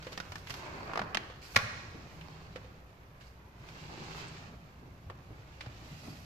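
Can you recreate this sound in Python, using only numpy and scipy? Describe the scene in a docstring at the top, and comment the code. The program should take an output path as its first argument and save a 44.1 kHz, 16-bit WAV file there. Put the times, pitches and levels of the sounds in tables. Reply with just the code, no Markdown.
"""A plastic squeegee works loose vinyl film into the recess of a car grille, in a garage.
Countless tiny slips make the blade drag, hiss and rasp; on the hardest stroke it sticks and judders.
Once the taut film buckles into the recess with a loud pop, and the room rings. There are crisp snaps,
dull taps and a tiny squeak; fingers glide, the loose sheet rustles, and the hollow panel knocks,
bumps and hums under the hands. Low ventilation noise lies beneath it all."""
import sys
import numpy as np
from scipy import signal
from scipy.fft import rfft, irfft, next_fast_len
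from scipy.io import wavfile
from scipy.ndimage import uniform_filter1d

SR = 44100
rng = np.random.default_rng(int(sys.argv[2]) if len(sys.argv) > 2 else 0)


def wav_out(sig):
    """Save sig, one row per channel (or a flat mono array), as 16-bit PCM at SR to the path in sys.argv[1]."""
    wavfile.write(sys.argv[1], SR, np.round(np.clip(np.atleast_2d(sig).T, -1, 1) * 32767).astype(np.int16))


N = 275617

# Squeegee strokes, speeding up and slowing again. Each row: start, peak and end in seconds,
# then the relative levels of blade drag, film hiss and panel rumble in dB.
STROKES = [(-.3, .1, 0.76, -56, -58, -51.5), (.45, .53, 0.95, -58, -53.5, -73),
           (.5, .8, 1.29, -45.5, -60.5, -50), (1.45, 1.54, 2.2, -57, -59, -67),
           (1.7, 2.3, 2.87, -58.5, -62, -52), (3.54, 4.14, 4.58, -51.5, -52, -51.5),
           (4.15, 4.185, 4.26, -48, -50.5, -67), (4.28, 4.33, 4.4, -61, -58.5, -71),
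           (4.3, 4.6, 5.6, -69.5, -73, -56), (5.2, 5.95, 6.5, -59, -59, -54)]


def rubbing():
    """Countless tiny slips: the dull drag of the blade, the hiss of sliding film, its fine crinkle."""
    # Four tone colours. Each row: frequency in Hz, relative level in dB.
    drag_colour = [(120, -10.5), (230, -1), (370, 5.5), (490, -6), (800, 1), (1100, -2), (1400, -3),
                   (1900, -6), (2500, -8), (5000, -53), (15000, -60)]
    hiss_colour = [(400, -26.5), (1200, -5), (1550, -2.5), (1950, -0.5), (2550, 4.5), (3400, -0.5),
                   (4500, 0), (6000, -5.5), (7500, -9), (9000, -24.5), (15000, -63.5)]
    crinkle_colour = [(2000, -32), (6000, 4.5), (9000, -8), (12500, 3.5), (15000, -12)]
    wrinkle_colour = [(400, -13), (1500, 1), (3000, -2), (5000, -4.5), (7000, -6.5), (9000, -25),
                      (15000, -22)]
    # The film is gathered or stretched. Each row: start, peak and end in seconds, level in dB.
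    stretches = [(-.2, .13, 1.6, -70), (.45, .51, 0.63, -58), (1.41, 1.55, 1.7, -58.5),
                 (1.95, 2.2, 2.4, -73), (3.5, 3.72, 4, -75), (4.06, 4.18, 4.27, -65), (5.6, 6.1, 7.7, -67)]
    # The hands never quite rest, so each layer keeps a floor between strokes.
    pressing = np.hypot(swell(STROKES, column=3, law=0.41), gain_of(-63))
    sliding = np.hypot(swell(STROKES, column=4, law=0.73), gain_of(-73.5))
    creasing = np.hypot(swell(stretches), sliding * gain_of(-25))
    creasing = np.hypot(creasing, gain_of(-78.5))
    drag = tinted(pair(grains(5000, 1.56)), drag_colour) * pressing * waver(60, 1.9)
    hiss = tinted(pair(grains(12000, 0.57)), hiss_colour) * sliding * waver(35, 1.25) * gain_of(1.12)
    crinkle = tinted(grains(6000, 0.6), crinkle_colour) * creasing * waver(70, 1.1)
    wrinkles = tinted(grains(120, 2.0), wrinkle_colour) * creasing * gain_of(-1.5)
    return drag + hiss + crinkle + wrinkles


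def rasping(pocket_hz=636, climb_octaves=1.56):
    """Coarse catches along the groove ring the panel, the blade and a shrinking pocket of air."""
    # Each row: start, peak and end in seconds, relative level in dB.
    scrapes = [(0.502, 0.88, 1.3, -54), (1.958, 2.324, 2.87, -61.5), (3.694, 4.116, 4.45, -53.5)]
    # Panel and blade resonances. Each row: frequency and width in Hz, relative level in dB.
    modes = [(280, 58, -10), (391, 70, -3.5), (850, 140, -6), (2450, 400, -12), (4450, 910, -8.5)]
    out, t = np.zeros((2, N)), np.arange(N) / SR
    catches = pair(grains(700, 3.7)) * waver(45, 1.6)
    body = sum(gain_of(db) * resonate(catches, hz, width) for hz, width, db in modes)
    for scrape in scrapes:
        progress = np.interp(t, [scrape[0], scrape[2]], [0, 1])
        pocket = resonate(catches, pocket_hz * 2 ** (climb_octaves * progress), width_hz=610)
        out += (pocket + body) * swell([scrape])
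    return out


def judder(start_hz=640, octaves_per_s=6.5, t60=0.038, q=0.74):
    """The blade sticks and slips on tightening film, so the pitch climbs; each slip rings briefly."""
    # Each row: start in seconds, relative level in dB.
    slips = [(.88, -42), (0.897, -37.5), (0.916, -37), (.935, -30), (.957, -28), (.975, -25.5),
             (.9935, -25.5), (1.017, -29)]
    first, hardest = slips[0][0], max(db for s, db in slips)
    hits = []
    for s, db in slips:
        hz = start_hz * 2 ** (octaves_per_s * (s - first))
        edge_db = -30.5 + 1.6 * (db - hardest)  # harder slips have more bite
        hits.append((s, db, hz, edge_db, 0, t60, q))
    out = flicks(hits, body_trim_db=-1.5, edge_trim_db=-8, direct=0.43, lowpass_hz=2130, edge_length=0.8)
    for s, db in slips:
        for hz, ring_db, ring_t60 in (740, -12.5, 0.016), (1162, -12, 0.036):
            detune = 1 + 0.055 * rng.standard_normal()
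            add(out, s, note(hz * detune, ring_t60, db + ring_db))
    return out


def knocks(tick_hz=1750, tick_t60=0.066, tick_q=0.82):
    """The blade taps the panel through the film: a dull tick and always the same hollow note."""
    # Each row: start in seconds, relative level in dB.
    taps = [(.068, -32.5), (1.3, -39), (2.559, -31.5), (2.645, -47)]
    hits = [(s, db, tick_hz, db - 7.5, 0, tick_t60, tick_q) for s, db in taps]
    out = flicks(hits, body_trim_db=-6.5, edge_trim_db=-10, direct=0.11, lowpass_hz=3340, edge_length=1.7)
    for s, db in taps:
        add(out, s, note(hz=512, t60=0.048, db=db - 5))
    return out


def pop(rise_s=0.00031):
    """The film buckles into the recess in quick cracking steps, and the taut sheet rings."""
    # Each row: start in seconds, relative level in dB.
    steps = [(1.5598, -7.5), (1.562, -2), (1.564, 2), (1.5654, -2), (1.574, -6.5)]
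    # Each row: frequency in Hz, relative level in dB.
    crack_colour = [(80, -19.5), (230, -10), (340, -20.5), (520, -10.5), (800, -14), (1300, -6.5),
                    (2050, 0), (2900, -12), (4200, -11.5), (6000, -14.5), (8500, -29), (14500, -31.5)]
    # Each row: frequency in Hz, relative level in dB, seconds to fall 60 dB.
    film_modes = [(800, -9.5, 0.044), (1120, -10.5, 0.11), (1170, -10, 0.048), (1407, -8.5, 0.1),
                  (1690, -0.5, 0.031), (1908, 1.5, 0.034), (2198, 2, 0.041), (2490, -1.5, 0.043),
                  (2810, -6, 0.046), (3460, -9.5, 0.023), (4340, -6.5, 0.026), (4330, -16.5, .03)]
    out, t = np.zeros((2, N)), np.arange(8192) / SR
    for s, db in steps:
        pulse, hz = burst(t60=0.019, direct=0.19)
        crack = causal(pulse, gain_of(read(crack_colour, hz)))
        add(out, s, at_level(crack, db - 17.5))
    phases = rng.uniform(0, 2 * np.pi, (len(film_modes), 1, 1))
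    phases = phases + rng.normal(0, 0.82, (len(film_modes), 2, 1))  # stereo width
    ring = sum(gain_of(db - 60 * t / t60) * np.sin(2 * np.pi * hz * t + phase)
               for (hz, db, t60), phase in zip(film_modes, phases))
    attack = 1 - np.exp(-t / rise_s)
    add(out, steps[1][0], at_level(ring * attack, -14))
    return out


def snaps_and_taps(ref_db=-20, ref_t60=0.025, halving_db=8.5):
    """Crisp snaps, a few dull taps and one tiny squeak, each ringing briefly; louder ones are shorter."""
    # Each row: start in seconds, body level in dB, body pitch in Hz, body Q, edge level in dB,
    # ring pitch in Hz, ring level in dB, top-end fizz in dB. All levels are relative.
    events = [(.025, -40, 1500, 1.6, -41.5, 1510, -50, 0), (.047, -40, 1800, 1.2, -46, 1780, -52, 5),
              (.1205, -43, 530, 1.3, -39.5, 440, -36, 6), (.1285, -38, 450, 1.7, -36.5, 980, -54, -1),
              (.176, -28, 1000, 0.58, -32, 1825, -28, 3), (0.2012, -30, 1550, 2.5, -32, 1455, -29, 0),
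              (.32, -32.5, 1040, 0.64, -39.5, 2230, -36, 9), (.356, -30.5, 1310, 1.5, -37.5, 1740, -32, 9),
              (.381, -50, 2000, 1.2, -45, 2000, -49.5, 13), (.471, -33, 2400, 1.4, -47, 2274, -46, -1),
              (.497, -32, 1460, 0.64, -40, 1420, -57, 12), (.505, -28.5, 1940, 1.3, -33, 990, -49, 7),
              (0.54, -32.5, 1000, 1.4, -37, 1390, -46, 8),
              (1.1469, -22.5, 2740, 4.5, -27.5, 1320, -25.5, 1.5),
              (1.1504, -20, 1530, 0.69, -33, 1135, -29.5, 0),
              (1.1714, -18, 2370, 1.45, -24, 2250, -24.5, -17), (1.547, -33.5, 1090, 1.4, -42, 706, -37, 5),
              (2.211, -37.5, 2630, 3.9, -53, 1660, -45, 0), (3.21, -42.5, 1690, 0.74, -56, 1650, -54, -2.5),
              (3.687, -39, 1900, .8, -47, 2580, -47, -7), (4.281, -55, 2600, 1, -59, 8200, -48, 0),
              (5.099, -31, 660, 1.44, -63, 1120, -37, -10), (5.608, -32, 1900, 0.84, -38, 2310, -36.5, -6),
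              (5.623, -41, 2500, 1, -54, 2310, -52, 0), (5.661, -36, 800, 0.9, -47, 1486, -42, -12)]
    hits = []
    for s, db, hz, q, edge_db, _, _, fizz_db in events:
        t60 = ref_t60 * 2 ** ((ref_db - db) / halving_db)
        hits.append((s, db, hz, edge_db, fizz_db, t60, q))
    out = flicks(hits, body_trim_db=-7, edge_trim_db=-3, direct=0.18, lowpass_hz=4000, edge_length=0.65)
    for s, *_, ring_hz, ring_db, _ in events:
        add(out, s, note(ring_hz, t60=0.039, db=ring_db - 11))
    return out


def flicks(hits, body_trim_db, edge_trim_db, direct, lowpass_hz, edge_length):
    """Each slip, tap or snap on the film rings one resonance and gives a crisp edge."""
    # Each row: frequency in Hz, relative level in dB.
    edge_colour = [(400, 0), (1500, 0.5), (2800, -1.5), (5000, 0.5), (7000, -12.5), (9000, -24.5),
                   (15000, -24)]
    out = np.zeros((2, N))
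    for s, body_db, body_hz, edge_db, fizz_db, t60, q in hits:
        spike = direct * 0.032 / max(t60, 0.008)  # shorter hits put more into the first pulse
        pulse, hz = burst(t60 / np.sqrt(max(q / 2, 1)), spike)  # a sharp resonance adds its own decay
        detune = (hz + 1) / body_hz - body_hz / (hz + 1)
        body = causal(pulse, 1 / np.sqrt((1 + (q * detune) ** 2) * (1 + (hz / lowpass_hz) ** 4)))
        pulse, hz = burst(t60 * edge_length, spike)
        shelf_db = np.interp(hz, [3000, 8800], [0, fizz_db])
        edge = causal(pulse, gain_of(read(edge_colour, hz) + shelf_db))
        add(out, s, at_level(body, body_db + body_trim_db) + at_level(edge, edge_db + edge_trim_db))
    return out


def bumps(t60=0.11, rise_s=0.0052):
    """The hands bump the hollow panel: low, quickly damped swings with a weaker second mode."""
    # Each row: start in seconds, relative level in dB, pitch in Hz.
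    thumps = [(0.299, -35.5, 95.4), (0.496, -40.5, 130), (1.007, -33.5, 205), (1.149, -38, 210),
              (1.171, -43.5, 331.4), (1.562, -23.5, 108.7), (1.646, -37, 126), (1.901, -38, 90),
              (3.606, -40, 140), (4.029, -43, 132), (4.199, -43, 154), (4.481, -47, 199.3),
              (4.814, -47.5, 248), (5.066, -33, 91.7), (5.101, -48.5, 374), (5.306, -37, 108),
              (5.669, -31.5, 114), (5.851, -46.5, 252), (5.913, -34, 156), (6.085, -36.5, 112)]
    out, t = np.zeros((2, N)), np.arange(SR // 3) / SR
    attack = 1 - np.exp(-t / rise_s)
    for s, db, hz in thumps:
        swing = np.sin(2 * np.pi * hz * t) + 0.3 * np.sin(2 * np.pi * hz * 1.39 * t)
        decay = gain_of(db + 1 - 60 * t / t60)
        add(out, s, np.tile(swing * attack * decay, (2, 1)))
    return out


def finger_glides():
    """Fingers glide over the film in a bright whisper of fine, unsteady slips."""
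    # Each row: start, peak and end in seconds, level in dB.
    glides = [(1.412, 1.425, 1.64, -50.5), (3.195, 3.215, 3.4, -63), (3.6, 4.1, 4.1, -62),
              (5.72, 6.07, 6.44, -57.5)]
    # Each row: frequency in Hz, relative level in dB.
    colour = [(500, -12), (1500, -4.5), (1850, -6), (2100, -3.5), (2500, -1.5), (3400, -10.5), (4200, -5),
              (4600, -1.5), (5400, -6), (6200, -12), (7300, -11), (9000, -21), (15000, -20.5)]
    return tinted(pair(grains(9000, 0.64)), colour) * swell(glides) * waver(40, 2.3)


def sheet_flexing():
    """The loose sheet flexes with a low, uneven rustle."""
    # Each row: start, peak and end in seconds, level in dB.
    flexes = [(1.8, 1.98, 2.14, -54), (3.75, 4.03, 4.06, -51), (4.465, 4.487, 4.57, -52),
              (4.8, 4.825, 5, -56), (5.29, 5.315, 5.37, -51.5), (5.65, 5.675, 5.72, -54),
              (5.8, 5.85, 5.99, -57), (6.02, 6.08, 6.2, -50), (1.935, 1.955, 1.985, -39.5)]
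    # Each row: frequency in Hz, relative level in dB.
    colour = [(90, -20.5), (160, -11), (230, 3.5), (300, -3), (375, -2.5), (500, -14), (900, -16),
              (3000, -51)]
    return tinted(pair(grains(9000, 0.64)), colour) * swell(flexes) * waver(40, 3.5)


def panel_hum():
    """A slow, even stroke keeps a low note of the panel humming."""
    # Each row: start, peak and end in seconds, level in dB.
    hums = [(2.03, 2.27, 2.47, -52), (3.6, 4.0, 4.45, -53.5)]
    return resonate(pair(grains(700, 1.5)), hz=158, width_hz=22) * swell(hums, law=0.5)


def panel_rumble():
    """The hollow panel rumbles unevenly under each stroke, and faintly in between."""
    # Each row: frequency in Hz, relative level in dB.
    colour = [(35, -13), (65, -11), (95, 1), (130, -1.5), (165, 0), (205, -8.5), (300, -15), (600, -31),
              (3000, -85)]
    shaking = np.hypot(swell(STROKES, column=5, law=0.49), gain_of(-60.5))
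    return tinted(pair(rng.standard_normal((2, N))), colour) * shaking * waver(18, 1.85) * gain_of(-2)


def ventilation():
    """Steady low noise of moving air."""
    # Each row: frequency in Hz, relative level in dB.
    colour = [(15, -5.5), (30, -13), (45, -10), (58, 6.5), (75, -1.5), (130, -2.5), (220, -17), (450, -17),
              (950, -19.5), (1500, -23), (4000, -34), (9000, -51), (15000, -39)]
    return tinted(pair(rng.standard_normal((2, N))), colour) * gain_of(-54.5)


def near_reflections(x):
    """Echoes off worktop and panel: their paths change as the hands travel, so the colour shifts."""
    # Each row: left and right delay in seconds, share of the pressure.
    echoes = [(.0019, .0018, 0.35), (.0037, .0041, 0.26), (0.0121, .0109, .14)]
    out, n = x.copy(), np.arange(N)
    for left, right, share in echoes:
        stretch = waver(per_s=5, depth_db=1)
        for side, delay in enumerate((left, right)):
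            out[side] += share * np.interp(n - delay * SR * stretch, n, x[side])
    return out


def wall_reflections(x):
    """Ceiling and walls add distinct, slightly duller echoes."""
    # Each row: left and right delay in seconds, share of the pressure.
    echoes = [(0.0255, 0.034, 0.084), (0.0285, 0.024, 0.11), (.0805, .0815, .04)]
    out, dull = x.copy(), uniform_filter1d(x, size=3, axis=1)
    for left, right, share in echoes:
        add(out[:1], left, share * dull[:1])
        add(out[1:], right, share * dull[1:])
    return out


def garage(x, wet_db, fade_in_s=0.005):
    """A diffuse tail from hard walls, the top treble dying first."""
    # Each row: frequency in Hz, seconds to fall 60 dB.
    decay_times = [(100, 2), (400, 0.9), (1500, 1.0), (3500, 1.11), (5500, 1.36), (8000, 1.03),
                   (14000, 0.19)]
    # Each row: frequency in Hz, relative level in dB.
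    colour = [(100, 3.5), (400, 3), (1300, 4.5), (2200, -2.5), (3000, -1), (5000, -3.5), (14000, 1.2)]
    hz, t, bands = signal.stft(pair(rng.standard_normal((2, SR))), SR, nperseg=256)
    bands *= gain_of(read(colour, hz)[:, None] - 60 * t / read(decay_times, hz)[:, None])
    fade_in = np.clip(np.arange(SR) / SR / fade_in_s - 0.5, 0, 1)
    tail = signal.istft(bands, SR, nperseg=256)[1][:, :SR] * fade_in
    return gain_of(wet_db) * signal.fftconvolve(x, tail / np.linalg.norm(tail[0]), axes=1)[:, :N]


def grains(per_s, spread_db):
    """Tiny slips at random moments, most small and a few large."""
    sizes = gain_of(spread_db * np.minimum(rng.exponential(1, N), 4))
    return unit_rms(rng.standard_normal((2, N)) * sizes * (rng.random(N) < per_s / SR))


def burst(t60, direct, size=4096):
    """A sharp pulse and the dense scatter that follows it through the sheet; also its frequency axis."""
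    t, hz = np.arange(size) / SR, np.fft.rfftfreq(size, 1 / SR)
    scatter = pair(rng.standard_normal((2, size))) * gain_of(-60 * t / max(t60, 0.003))
    scatter /= np.linalg.norm(scatter, axis=1, keepdims=True)
    scatter[:, 0] += direct
    power = (abs(rfft(scatter)) ** 2).mean(0)
    broad_shape = np.sqrt(uniform_filter1d(power, size=70))
    return causal(scatter, 1 / broad_shape), hz  # even across broad bands, ragged within them


def note(hz, t60, db):
    """One dying note, centred."""
    t = np.arange(SR // 8) / SR
    ring = np.sin(2 * np.pi * hz * t) * gain_of(-60 * t / t60)
    return at_level(np.tile(ring, (2, 1)), db)


def resonate(x, hz, width_hz):
    """A steady or moving resonance: shifts hz down to zero, smooths twice, and shifts back."""
    carrier = np.exp(2j * np.pi * np.cumsum(hz * np.ones(x.shape[1])) / SR)
    pole = np.exp(-np.pi * width_hz / SR)
    smoothed = signal.lfilter([(1 - pole) ** 2], [1, -2 * pole, pole * pole], x / carrier)
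    return unit_rms((carrier * smoothed).real)


def swell(rows, column=3, law=1):
    """Gain of gestures that rise to the dB level in a column and fall; it follows speed ** law."""
    t = np.arange(N) / SR
    gestures = (gain_of(row[column]) * np.interp(t, row[:3], [0, 1, 0]) ** law for row in rows)
    return np.sqrt(sum(gesture ** 2 for gesture in gestures))


def waver(per_s, depth_db):
    """A factor that wanders randomly around 1."""
    knots = rng.standard_normal(4000)
    return gain_of(depth_db * np.interp(np.arange(N) / SR * per_s, np.arange(len(knots)), knots))


def pair(x):
    """Two unrelated signals become diffuse stereo: alike in the bass, wide in the treble."""
    # Each row: frequency in Hz, left-right likeness from -1 to 1.
    likeness = [(60, 1), (130, 0.98), (290, 0.84), (640, 0.75), (1400, -0.41), (3000, 0.12), (15000, -0.17)]
    spectra = rfft(x)
    alike = read(likeness, np.fft.rfftfreq(x.shape[1], 1 / SR))
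    mid, side = spectra[0] * np.sqrt((1 + alike) / 2), spectra[1] * np.sqrt((1 - alike) / 2)
    return irfft(np.array([mid + side, mid - side]), x.shape[1])


def tinted(x, colour):
    """Gives a long signal a tone colour, at rms 1."""
    size = next_fast_len(N)
    gain = gain_of(read(colour, np.fft.rfftfreq(size, 1 / SR)))
    return unit_rms(irfft(rfft(x, size) * gain, size)[:, :N])


def causal(x, gain):
    """Filters a short burst at minimum phase, so nothing sounds before its onset."""
    log_gain = np.log(np.maximum(gain, 1e-5))
    mirrored = np.concatenate([log_gain, log_gain[-2:0:-1]])
    return irfft(rfft(x) * np.exp(np.conj(signal.hilbert(mirrored)))[:len(gain)])


def read(points, hz):
    """Reads a table on a log-frequency axis."""
    freqs, values = np.transpose(points)
    return np.interp(np.log(hz + 1), np.log(freqs + 1), values)


def at_level(x, db):
    """Sets the energy of a hit to that of 3 ms at this level."""
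    return x * gain_of(db) * np.sqrt(0.003 * SR / (x ** 2).mean(0).sum())


def unit_rms(x):
    """Scales to rms 1."""
    return x / np.sqrt(np.mean(x ** 2) + 1e-20)


def gain_of(db):
    """Decibels to amplitude."""
    return 10 ** (np.asarray(db) / 20)


def add(mix, s, sound):
    """Mixes a sound in at s seconds."""
    part = mix[:, max(round(s * SR), 0):][:, :sound.shape[1]]
    part += sound[:, :part.shape[1]]


def scene():
    """All the work on the film, in the room."""
    sliding = rubbing() + finger_glides() + sheet_flexing()
    work = snaps_and_taps() + knocks() + judder() + bumps() + rasping() + panel_hum()
    work += gain_of(-1.2) * near_reflections(sliding)
    loud_pop = pop()
    # The pop spreads to both sides of the room.
    room = garage(loud_pop, wet_db=-14.5) + garage(loud_pop[::-1], wet_db=-14.5)
    room += garage(work, wet_db=-14)
    return work + wall_reflections(loud_pop) + room + panel_rumble() + ventilation()


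def record(dry, cutoff_hz=14850):
    """The two microphone ports colour the treble differently; a steep low-pass trims the top."""
    # Each row: frequency in Hz, left minus right in dB.
    balance = [(200, 0), (330, -2.5), (1000, -0.8), (1800, -1), (2900, -5.5), (4600, -4.5), (5800, -8),
               (7500, 0.5), (9700, 9), (12500, 1.7), (15000, 1)]
    size = next_fast_len(N)
    lean = gain_of(read(balance, np.fft.rfftfreq(size, 1 / SR)))
    ports = np.array([lean, np.ones_like(lean)]) * np.sqrt(2 / (1 + lean ** 2))
    heard = irfft(rfft(dry, size) * ports, size)[:, :N]
    lowpass = signal.firwin(401, cutoff_hz, window=("kaiser", 8), fs=SR)
    return signal.oaconvolve(heard, lowpass[None], "same")


dry = scene()
out = record(dry)
wav_out(out)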